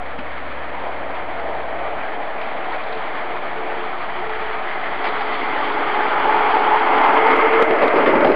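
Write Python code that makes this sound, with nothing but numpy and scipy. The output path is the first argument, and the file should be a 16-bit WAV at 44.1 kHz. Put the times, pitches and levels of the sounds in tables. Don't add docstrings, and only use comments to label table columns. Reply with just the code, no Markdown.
import sys
import numpy as np
from scipy import signal
from scipy.fft import rfft, irfft
from scipy.io import wavfile
from scipy.ndimage import uniform_filter1d

SR = 44100
rng = np.random.default_rng(int(sys.argv[2]) if len(sys.argv) > 2 else 0)


def output_pcm(signal):
    pcm = np.clip(np.atleast_2d(signal).T, -1, 1) * 32767
    wavfile.write(sys.argv[1], SR, np.round(pcm).astype(np.int16))


def gain_from_db(level_db):
    decades = np.asarray(level_db, float) / 20
    return 10 ** decades


N = 368235

# time_s, rolling_db, rail_load_db, side_on_0_to_1
PASS = [(0, -37, 5, 0.05), (.4, -35, 0.5, 0.03), (.85, -34.5, 3.5, 0.05), (1.6, -34.5, 8, 0.06),
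        (2.4, -33, 5.5, 0.02), (3, -32, 5, 0), (4.2, -31.5, 2.5, 0.01), (4.9, -29.5, 2, 0.12),
        (5.3, -27.5, 1.5, 0), (5.8, -25.5, -1, 0.14), (6.3, -23.5, 5.5, 0.01), (6.8, -23.5, 7, 0),
        (7.1, -20, 6, 0.08), (7.55, -20.5, -2, 0.24), (7.72, -24, 3.5, 0.49), (8, -23, 5.5, 0.6),
        (8.2, -25, 3.5, 0.99), (8.35, -25, 4.5, 1)]
# time_s, gain_db, half_length_s
RAIL_LUMPS = [(0.87, 3.5, 0.054), (1.502, 1.5, 0.054), (1.84, 1.5, 0.031), (3.737, 5.5, 0.019),
              (5.296, 1.5, 0.055), (6.333, 1.5, 0.038), (6.563, 1, 0.066), (6.743, 2, 0.044),
              (6.789, -4.5, 0.016), (7.029, -7, 0.0066), (7.039, 2, .01), (7.072, -1, 0.01),
              (7.099, 2.5, .012), (7.114, -2.5, .008), (7.201, -4, .01), (7.342, -1, .01),
              (7.611, 3.5, 0.032), (7.653, -3, 0.028), (7.835, 4, 0.017), (7.859, 0.5, 0.011),
              (7.92, -3, 0.041), (8.031, -1, .02), (8.114, -3.5, 0.013), (8.216, -0.5, .02),
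              (8.09, 5, 0.022), (8.145, 2, 0.037), (8.267, 2, 0.048), (8.336, -1.5, 0.013)]
# freq_hz, density_db
HISS_FAR = [(530, -21), (900, -23), (933, 1.5), (1310, 2), (1560, -0.5), (1750, 1), (1880, 0.5),
            (2270, -0.5), (2760, -12), (3150, -9.5), (3740, -18), (4720, -27), (5070, -42), (6590, -62.5),
            (11200, -120)]
# freq_hz, density_db
HISS_NEAR = [(530, -34.5), (900, 1.5), (1000, -12.5), (1180, 1), (1320, -3), (1430, -6.5), (1790, -12.5),
             (2160, -12), (2500, -18.5), (3360, -17.5), (3800, -38.5), (4520, -34), (5070, -40),
             (6590, -71.5), (11200, -120)]
# freq_hz, density_db
DECK_BOOM = [(53, -58.5), (90, -26), (199, -20), (274, -3.5), (373, -2), (424, -7), (445, -11), (471, -3),
             (503, -4.5), (620, -2.5), (810, -38), (1360, -120)]
# time_s, mesh_hz
GEAR_MESH = [(0, 470), (.8, 470), (1.5, 456), (2.5, 450), (3.6, 440), (4.4, 436), (5.3, 431), (5.7, 425),
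             (6.3, 426), (6.9, 432), (7.2, 442), (7.6, 449), (7.9, 452), (8.35, 420)]
# start_s, length_s, mesh_tone_db, whine_db
GEAR_BITES = [(0.738, 0.26, -50, -30), (1.13, 0.2, -49, -32), (1.384, 0.18, -35.5, -33),
              (1.876, 0.4, -37.5, -40.5), (2.31, 0.17, -38.5, -46), (2.576, 0.12, -36.5, -44),
              (2.863, .14, -32.5, -44), (3.198, .15, -33, -52), (3.559, 0.34, -34, -33),
              (4.222, 0.39, -31.5, -31.5), (4.999, 0.53, -32, -36), (5.203, 0.47, -40, -28.5),
              (5.674, 0.28, -32.5, -27.5), (5.854, 0.22, -27.5, -19), (6.221, 0.27, -27.5, -19),
              (6.52, 0.35, -25.5, -20), (6.888, 0.16, -27, -16), (7.04, .074, -30, -9.5),
              (7.127, .075, -25, -16), (7.165, 0.23, -19, -15), (7.391, .1, -32, -15.5),
              (7.428, .04, -14.5, -22.5), (7.5, 0.091, -17, -24), (7.601, 0.045, -17.5, -24),
              (7.674, 0.087, -17, -27), (7.819, 0.19, -20.5, -23.5), (7.926, 0.13, -18.5, -16.5),
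              (8.125, 0.2, -29.5, -18.5)]
# start_s, peak_db, knock_hz, knock_share, t60_s
JOINTS = [(0.1864, -13, 256, 0.3, 0.086), (2.4102, -16, 660, 0.35, 0.17), (4.2931, -17, 856, 0.85, 0.071),
          (5.0409, -10, 767, 0.27, 0.17), (5.052, -11, 700, .4, 0.1), (5.0674, -8, 850, 0.19, 0.092),
          (6.958, -15.5, 937, .9, 0.056), (7.011, -10.5, 888, .9, 0.066), (7.038, -9, 872, .2, 0.054),
          (7.127, -11.5, 740, .8, 0.053), (7.171, -15.5, 965, 0.82, 0.064), (7.265, -10, 950, .9, 0.072),
          (7.355, -11, 922, 1, 0.097), (7.456, -18, 890, 0.92, 0.053), (7.55, -14, 907, .8, .07),
          (5.206, -9.5, 802, 0.57, 0.1), (6.54, -11, 877, 0.96, 0.2), (7.06, -14, 1039, 0.9, 0.15),
          (7.3, -10.5, 1241, 1, 0.14), (7.239, -11.5, 915, 0.6, 0.065), (7.408, -13, 898, 1, 0.07),
          (7.606, -20.5, 443, 0.61, 0.067), (7.6229, 1.5, 455, 0.91, 0.028), (7.707, -5.5, 414, 1, 0.04),
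          (7.734, -16, 450, 0.71, 0.031), (7.817, -10.5, 580, 0.9, 0.077), (7.834, -7.5, 530, 1, 0.045),
          (7.879, -4.5, 474, 0.96, 0.042), (7.958, -8, 387, 1, 0.087), (8.0591, -7.5, 527, 0.34, 0.11),
          (8.103, -11, 392, 1, 0.072), (8.153, -9.5, 253, 0.87, 0.081), (8.205, -9.5, 593, 0.88, 0.06),
          (8.245, -5.5, 775, 0.95, 0.076), (8.2706, -5.5, 345, 0.59, 0.03), (8.316, -7.5, 322, 0.61, 0.036)]
# start_s, peak_db
RATTLES = [(0.377, -32), (2.6394, -34), (2.6529, -31), (2.7207, -27), (2.76, -25), (2.835, -24.5),
           (2.864, -29), (2.891, -32), (2.924, -23), (2.9472, -25), (2.9744, -30), (3.9818, -29.5),
           (4.9861, -32), (5.039, -24), (5.0693, -20), (5.0864, -20.5), (5.2836, -31), (5.722, -23),
           (5.941, -26.5), (6.0826, -26.5), (6.3113, -34), (6.593, -21.5), (6.793, -21), (6.981, -28),
           (7.3178, -28), (7.41, -31), (7.533, -22), (7.7044, -32), (7.8187, -25), (7.976, -28.5),
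           (8.069, -28.5), (8.25, -28), (8.316, -33.5), (7.8765, -21.5), (7.6235, -29.5)]
# time_s, pitch_hz, level_db
ENGINE_HUM = [(0, 69.4, -44.5), (1.97, 69, -47), (2.1, 66, -58), (2.7, 66, -55), (2.9, 70, -59),
              (3.05, 59.3, -63.5), (4.4, 58, -49), (4.55, 58.7, -51), (4.62, 60, -76), (4.7, 97.5, -82),
              (5, 105, -64), (5.8, 105, -60.5), (6.1, 95.7, -73.5), (6.35, 93, -49.5), (6.7, 94, -58),
              (7.3, 88, -60), (7.6, 92, -57), (8.35, 90, -58)]
# freq_hz, density_db
AIR = [(12, -38), (20, -14.5), (32, -36), (54, -30.5), (71, -16), (92, -17), (184, -11), (300, -9),
       (390, -32), (660, -120)]
# time_s, level_db
AIR_THUMPS = [
    (2.72, -47.5),
    (4.95, -50),
    (6.22, -51),
    (7.47, -51),
    (8.07, -58),
]
# time_s, peak_db, rolloff_hz, top_hz
OVERLOAD_TICKS = [(6.5824, -61, 7000, 12300), (7.0113, -48, 6000, 15700), (7.0409, -55, 7100, 12200),
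                  (7.1456, -40, 5500, 15600), (7.3596, -48.5, 9000, 16000), (7.3697, -42, 5550, 12300),
                  (7.3848, -45, 5500, 12300), (7.6247, -29.5, 4800, 12300), (7.645, -51, 7120, 12300),
                  (7.6548, -50, 4540, 9500), (7.8784, -40, 7500, 15800), (8.277, -50, 5500, 14900)]
# freq_hz, density_db
TICK_HALO = [(4800, -43), (5500, 2), (7000, -9.5), (12000, -15.5), (12600, -64.5)]
# freq_hz, density_db
GRIT = [(4500, -36.5), (5200, 1), (6000, -14.5), (7000, -5.5), (11000, -3.5), (12100, 1.5), (12500, -6.5),
        (12900, -59)]
# freq_hz, gain_db
MIRROR = [(5400, -81.5), (6000, -37), (7000, -14), (8000, -13), (9000, -14.5), (10100, -6), (11000, 3),
          (12000, 1.5), (12400, -6.5), (12900, -78.5)]


def wheels():
    facing_s, facing_half_s, facing_db = 5.4, 0.94, 4.5
    hz = np.fft.rfftfreq(512, 1 / SR)[:, None]
    level_db, _, side = curves(PASS, step=128)
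    near = nearness(level_db)
    shape_db = (1 - near) * read(HISS_FAR, hz) + near * read(HISS_NEAR, hz)
    top_db = 1.5 - 6.5 * near - 9 * np.sqrt(side)
    frame_s = np.arange(len(near)) * 128 / SR
    top_db = top_db + facing_db * np.exp(-((frame_s - facing_s) / facing_half_s) ** 2)
    shape_db = shape_db + top_db * np.clip((hz - 2500) / 1000, 0, 1)
    return gain_from_db(curves(PASS)[0] + 2) * noise(shape_db, patchy_db=0.93, flicker_db=1.06)


def rails():
    far_hz, climb_hz, side_drop = 643, 370, 0.43
    level_db, load_db, side = curves(PASS)
    hz = (far_hz + climb_hz * nearness(level_db)) * (1 - side_drop * side)
    rolling = noise(np.zeros((257, 1)), patchy_db=0.7, flicker_db=0.3)
    wide = resonate(resonate(rolling, hz, 870), hz, 420)
    narrow = resonate(wide, hz, 300)
    spread = 0.94 * side
    ring = np.sqrt(1 - spread) * evened(narrow) + np.sqrt(spread) * evened(wide)
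    return gain_from_db(level_db + load_db - 2.5 + 1.2 * side * wander(12)) * ring


def deck():
    deck_db, side_db = -6, 13
    panel_from_s, panel_to_s, panel_hz, panel_db = 3.2, 5.2, 362, -42
    level_db, _, side = curves(PASS)
    lumps_db = 1.3 * evened(uniform_filter1d(rng.standard_normal(N), size=2000))
    braced_db = -15 * bell(4.47, 0.37) - 2 * bell(5.84, 0.23)
    boom = gain_from_db(level_db + deck_db + side_db * side + braced_db + lumps_db) * coloured(DECK_BOOM)
    t = np.arange(N) / SR
    sings = (t > panel_from_s) & (t < panel_to_s)
    sings = uniform_filter1d(sings * 1.0, size=8000)
    panel = resonate(resonate(rng.standard_normal(N), panel_hz, 30), panel_hz, 30)
    return boom + gain_from_db(panel_db) * sings * evened(panel)


def gears():
    slack_db, slack_whine_db = -10, -8
    edge_s, whine_ratio, pure_share = 0.02, 2.015, 0.7
    t, rolling = np.arange(N) / SR, gain_from_db(curves(PASS)[0])
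    load = np.array([gain_from_db(slack_db) * rolling, gain_from_db(slack_whine_db) * rolling])
    for s, length_s, *db in GEAR_BITES:
        inside_s = np.minimum(t - s, s + length_s - t)
        load = np.maximum(load, gain_from_db(db)[:, None] * np.clip(inside_s / edge_s + 0.5, 0, 1))

    mesh_hz = curves(GEAR_MESH)[0]
    rough = np.interp(t, [1, 3.6, 7.7, 8], [0.6, 0.25, 0.1, 1])
    fuzz = resonate(resonate(rng.standard_normal(N), mesh_hz, 69), mesh_hz, 69)
    tone = (0.85 - 0.5 * rough) * np.sqrt(2) * sine(mesh_hz)
    tone = tone + (0.32 + 0.5 * rough) * evened(fuzz)

    whine_hz = whine_ratio * mesh_hz
    buzz = rng.standard_normal(N)
    narrow = evened(resonate(resonate(buzz, whine_hz, 28), whine_hz, 28))
    broad = evened(resonate(resonate(buzz, whine_hz, 140), whine_hz, 140))
    sharp = pure_share * np.sqrt(2) * sine(whine_hz) + np.sqrt(1 - pure_share ** 2) * narrow
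    blur = np.interp(t, [4.8, 5.798, 7.6, 7.8], [1, 0.12, 0.12, 1])
    whine = np.sqrt(1 - blur) * sharp + np.sqrt(blur) * broad
    return load[0] * gain_from_db(1.2 * wander(14)) * tone + load[1] * gain_from_db(-5.5) * whine


def rims():
    from_s, far_hz, climb_hz, rim_db, fade_db = 4.6, 1925, 292, -8.5, -13
    level_db = curves(PASS)[0]
    hz = far_hz + climb_hz * nearness(level_db)
    since_s = np.arange(N) / SR - from_s
    dip_db = fade_db * np.exp(-((since_s - 1.7) / 0.5) ** 2)
    ring = evened(resonate(resonate(rng.standard_normal(N), hz, 190), hz, 190))
    return np.clip(since_s / 0.16, 0, 1) * gain_from_db(level_db + rim_db + dip_db + wander(6.6)) * ring


def joints():
    out, t = np.zeros(N), np.arange(4000) / SR
    bright = signal.butter(3, [900, 2700], "band", fs=SR)
    for s, db, hz, knock_share, t60_s in JOINTS:
        hiss = evened(signal.lfilter(*bright, rng.standard_normal(4000)))
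        blow = 0.22 * hiss + knock_share * np.sin(2 * np.pi * hz * t)
        envelope = gain_from_db(db - 0.5 - 60 * t / t60_s) * np.minimum(t / 0.0021, 1)
        part = out[round(s * SR):][:4000]
        part += (envelope * blow)[:len(part)]
    return out


def rattles():
    t60_s, trim_db = 0.03, -8
    out, t = np.zeros(N + 1000), np.arange(1000) / SR
    band = signal.butter(3, [2600, 4200], "band", fs=SR)
    for s, db in RATTLES:
        snap = evened(signal.lfilter(*band, rng.standard_normal(1000)))
        envelope = gain_from_db(db + trim_db - 60 * t / t60_s) * np.minimum(t / 0.0045, 1)
        out[round(s * SR):][:1000] += envelope * snap
    return out[:N]


def yard():
    thump_hz, thump_half_s = 66, 0.056
    air_db, calm_from_s, calm_db = -45.5, 5.3, -6.5
    t = np.arange(N) / SR
    hum_hz, hum_db = curves(ENGINE_HUM)
    drone = gain_from_db(hum_db + np.clip(t - 1.8, 0.3, 1) * 2.2 * wander(6)) * sine(hum_hz)
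    bumps = sum(gain_from_db(db) * bell(s, thump_half_s) for s, db in AIR_THUMPS)
    bumps = bumps * np.sin(2 * np.pi * thump_hz * t)
    air = coloured(AIR)
    deep = signal.sosfiltfilt(signal.butter(3, 85, fs=SR, output="sos"), air)
    calm = (1 - gain_from_db(calm_db)) * np.clip((t - calm_from_s) / 0.2, 0, 1)
    return np.sqrt(2) * (drone + bumps) + gain_from_db(air_db - 0.5) * (air - calm * deep)


def mirror(x):
    folded = np.diff(x, 2, prepend=[0, 0]) * np.cos(np.pi / 2 * np.arange(N))
    weight = gain_from_db(read(MIRROR, np.fft.rfftfreq(N, 1 / SR)))
    return gain_from_db(-79.5) * evened(irfft(rfft(folded) * weight, N))


def evened(x):
    return x / np.sqrt(np.mean(x ** 2) + 1e-20)


def read(points, hz):
    f, value = np.transpose(points)
    return np.interp(np.log(hz + 1), np.log(f + 1), value)


def curves(rows, step=1):
    s, *columns = np.transpose(rows)
    count = N // step + 5 * (step > 1)
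    return [np.interp(np.arange(count) * step / SR, s, c) for c in columns]


def noise(shape_db, patchy_db, flicker_db):
    frames = N // 128 + 5
    a, b, patches = rng.standard_normal((frames, 257, 3)).T
    patches = uniform_filter1d(patches, size=5, axis=0)
    patches = evened(uniform_filter1d(patches, size=16, axis=1))
    flicker = evened(uniform_filter1d(rng.standard_normal(frames), size=10))
    gain = gain_from_db(shape_db * np.ones((257, frames)))
    gain = gain / np.linalg.norm(gain, axis=0)
    gain = gain * gain_from_db(patchy_db * patches + flicker_db * flicker)
    return evened(signal.istft((a + 1j * b) * gain, nperseg=512, noverlap=384)[1][:N])


def coloured(points):
    gain = gain_from_db(read(points, np.fft.rfftfreq(N, 1 / SR)))
    return evened(irfft(rfft(rng.standard_normal(N)) * gain, N))


def resonate(x, hz, width_hz):
    turn = np.exp(2j * np.pi * np.cumsum(hz * np.ones(len(x))) / SR)
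    r = np.exp(-np.pi * width_hz / SR)
    return 2 * (turn * signal.lfilter([1 - r], [1, -r], x / turn)).real


def sine(hz):
    return np.sin(2 * np.pi * np.cumsum(hz) / SR)


def wander(rate_hz):
    t = np.arange(0, N + 256, 256) / SR
    freqs_hz = np.geomspace(0.1, 1, num=20) * rate_hz
    weights = np.geomspace(0.1, 1, num=20) * rate_hz
    waves = sum(np.sin(2 * np.pi * (f * t + rng.random())) / (w / rate_hz) ** 0.6
                for f, w in zip(freqs_hz, weights))
    return np.interp(np.arange(N) / SR, t, evened(waves))


def nearness(level_db):
    far_db, near_db = -37.5, -9.5
    return np.clip((level_db - far_db) / (near_db - far_db), 0, 1)


def bell(s, half_s):
    return np.exp(-((np.arange(N) / SR - s) / half_s) ** 2)


def scene():
    t = np.arange(0, N + 64, 64) / SR
    lumps_db = sum(db * np.exp(-((t - s) / half_s) ** 2) for s, db, half_s in RAIL_LUMPS)
    lumps = gain_from_db(np.interp(np.arange(N) / SR, t, lumps_db))
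    car = lumps ** 0.21 * wheels() + lumps * (rails() + deck()) + lumps ** 0.54 * gears()
    car = car + rims() + joints() + rattles()
    car = signal.sosfilt(signal.butter(4, 135, "high", fs=SR, output="sos"), car)
    return (car + yard())[None]


def roll_off(x):
    return signal.sosfilt(signal.butter(12, 15800, fs=SR, output="sos"), x)


def record(dry):
    knee, ceiling, offset, grit_db = 0.5, 0.72, -0.0555, -56
    over, room = np.maximum(abs(dry) - knee, 0), ceiling - knee
    x = dry - np.sign(dry) * (over - room * np.tanh(over / room))
    lowpass = signal.firwin(301, 5180, window=("kaiser", 10), fs=SR)
    x = signal.oaconvolve(x, lowpass[None], "same")

    level = np.sqrt(abs(uniform_filter1d(x ** 2, size=1500)))
    grit_shape_db = read(GRIT, np.fft.rfftfreq(512, 1 / SR))[:, None]
    grit = level * noise(grit_shape_db, patchy_db=3.5, flicker_db=0.6)
    x = x + gain_from_db(grit_db) * grit + mirror(x[0])

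    t = np.arange(64) / SR
    halo = signal.windows.hann(5000) * coloured(TICK_HALO)[:5000]
    for s, db, rolloff_hz, top_hz in OVERLOAD_TICKS:
        i = round(s * SR)
        tick = np.diff(np.exp(-0.5 * ((t - t.mean()) * 2 * np.pi * rolloff_hz) ** 2))
        tick = np.convolve(tick, signal.firwin(63, top_hz, fs=SR), "same")
        x[0, i:][:63] += gain_from_db(db + 11.5) * tick
        x[0, i - 2500:][:5000] += (gain_from_db(db - 32.5) * halo)[:N + 2500 - i]
    x = x + offset
    return roll_off(x)


dry = scene()
out = record(dry)
output_pcm(out)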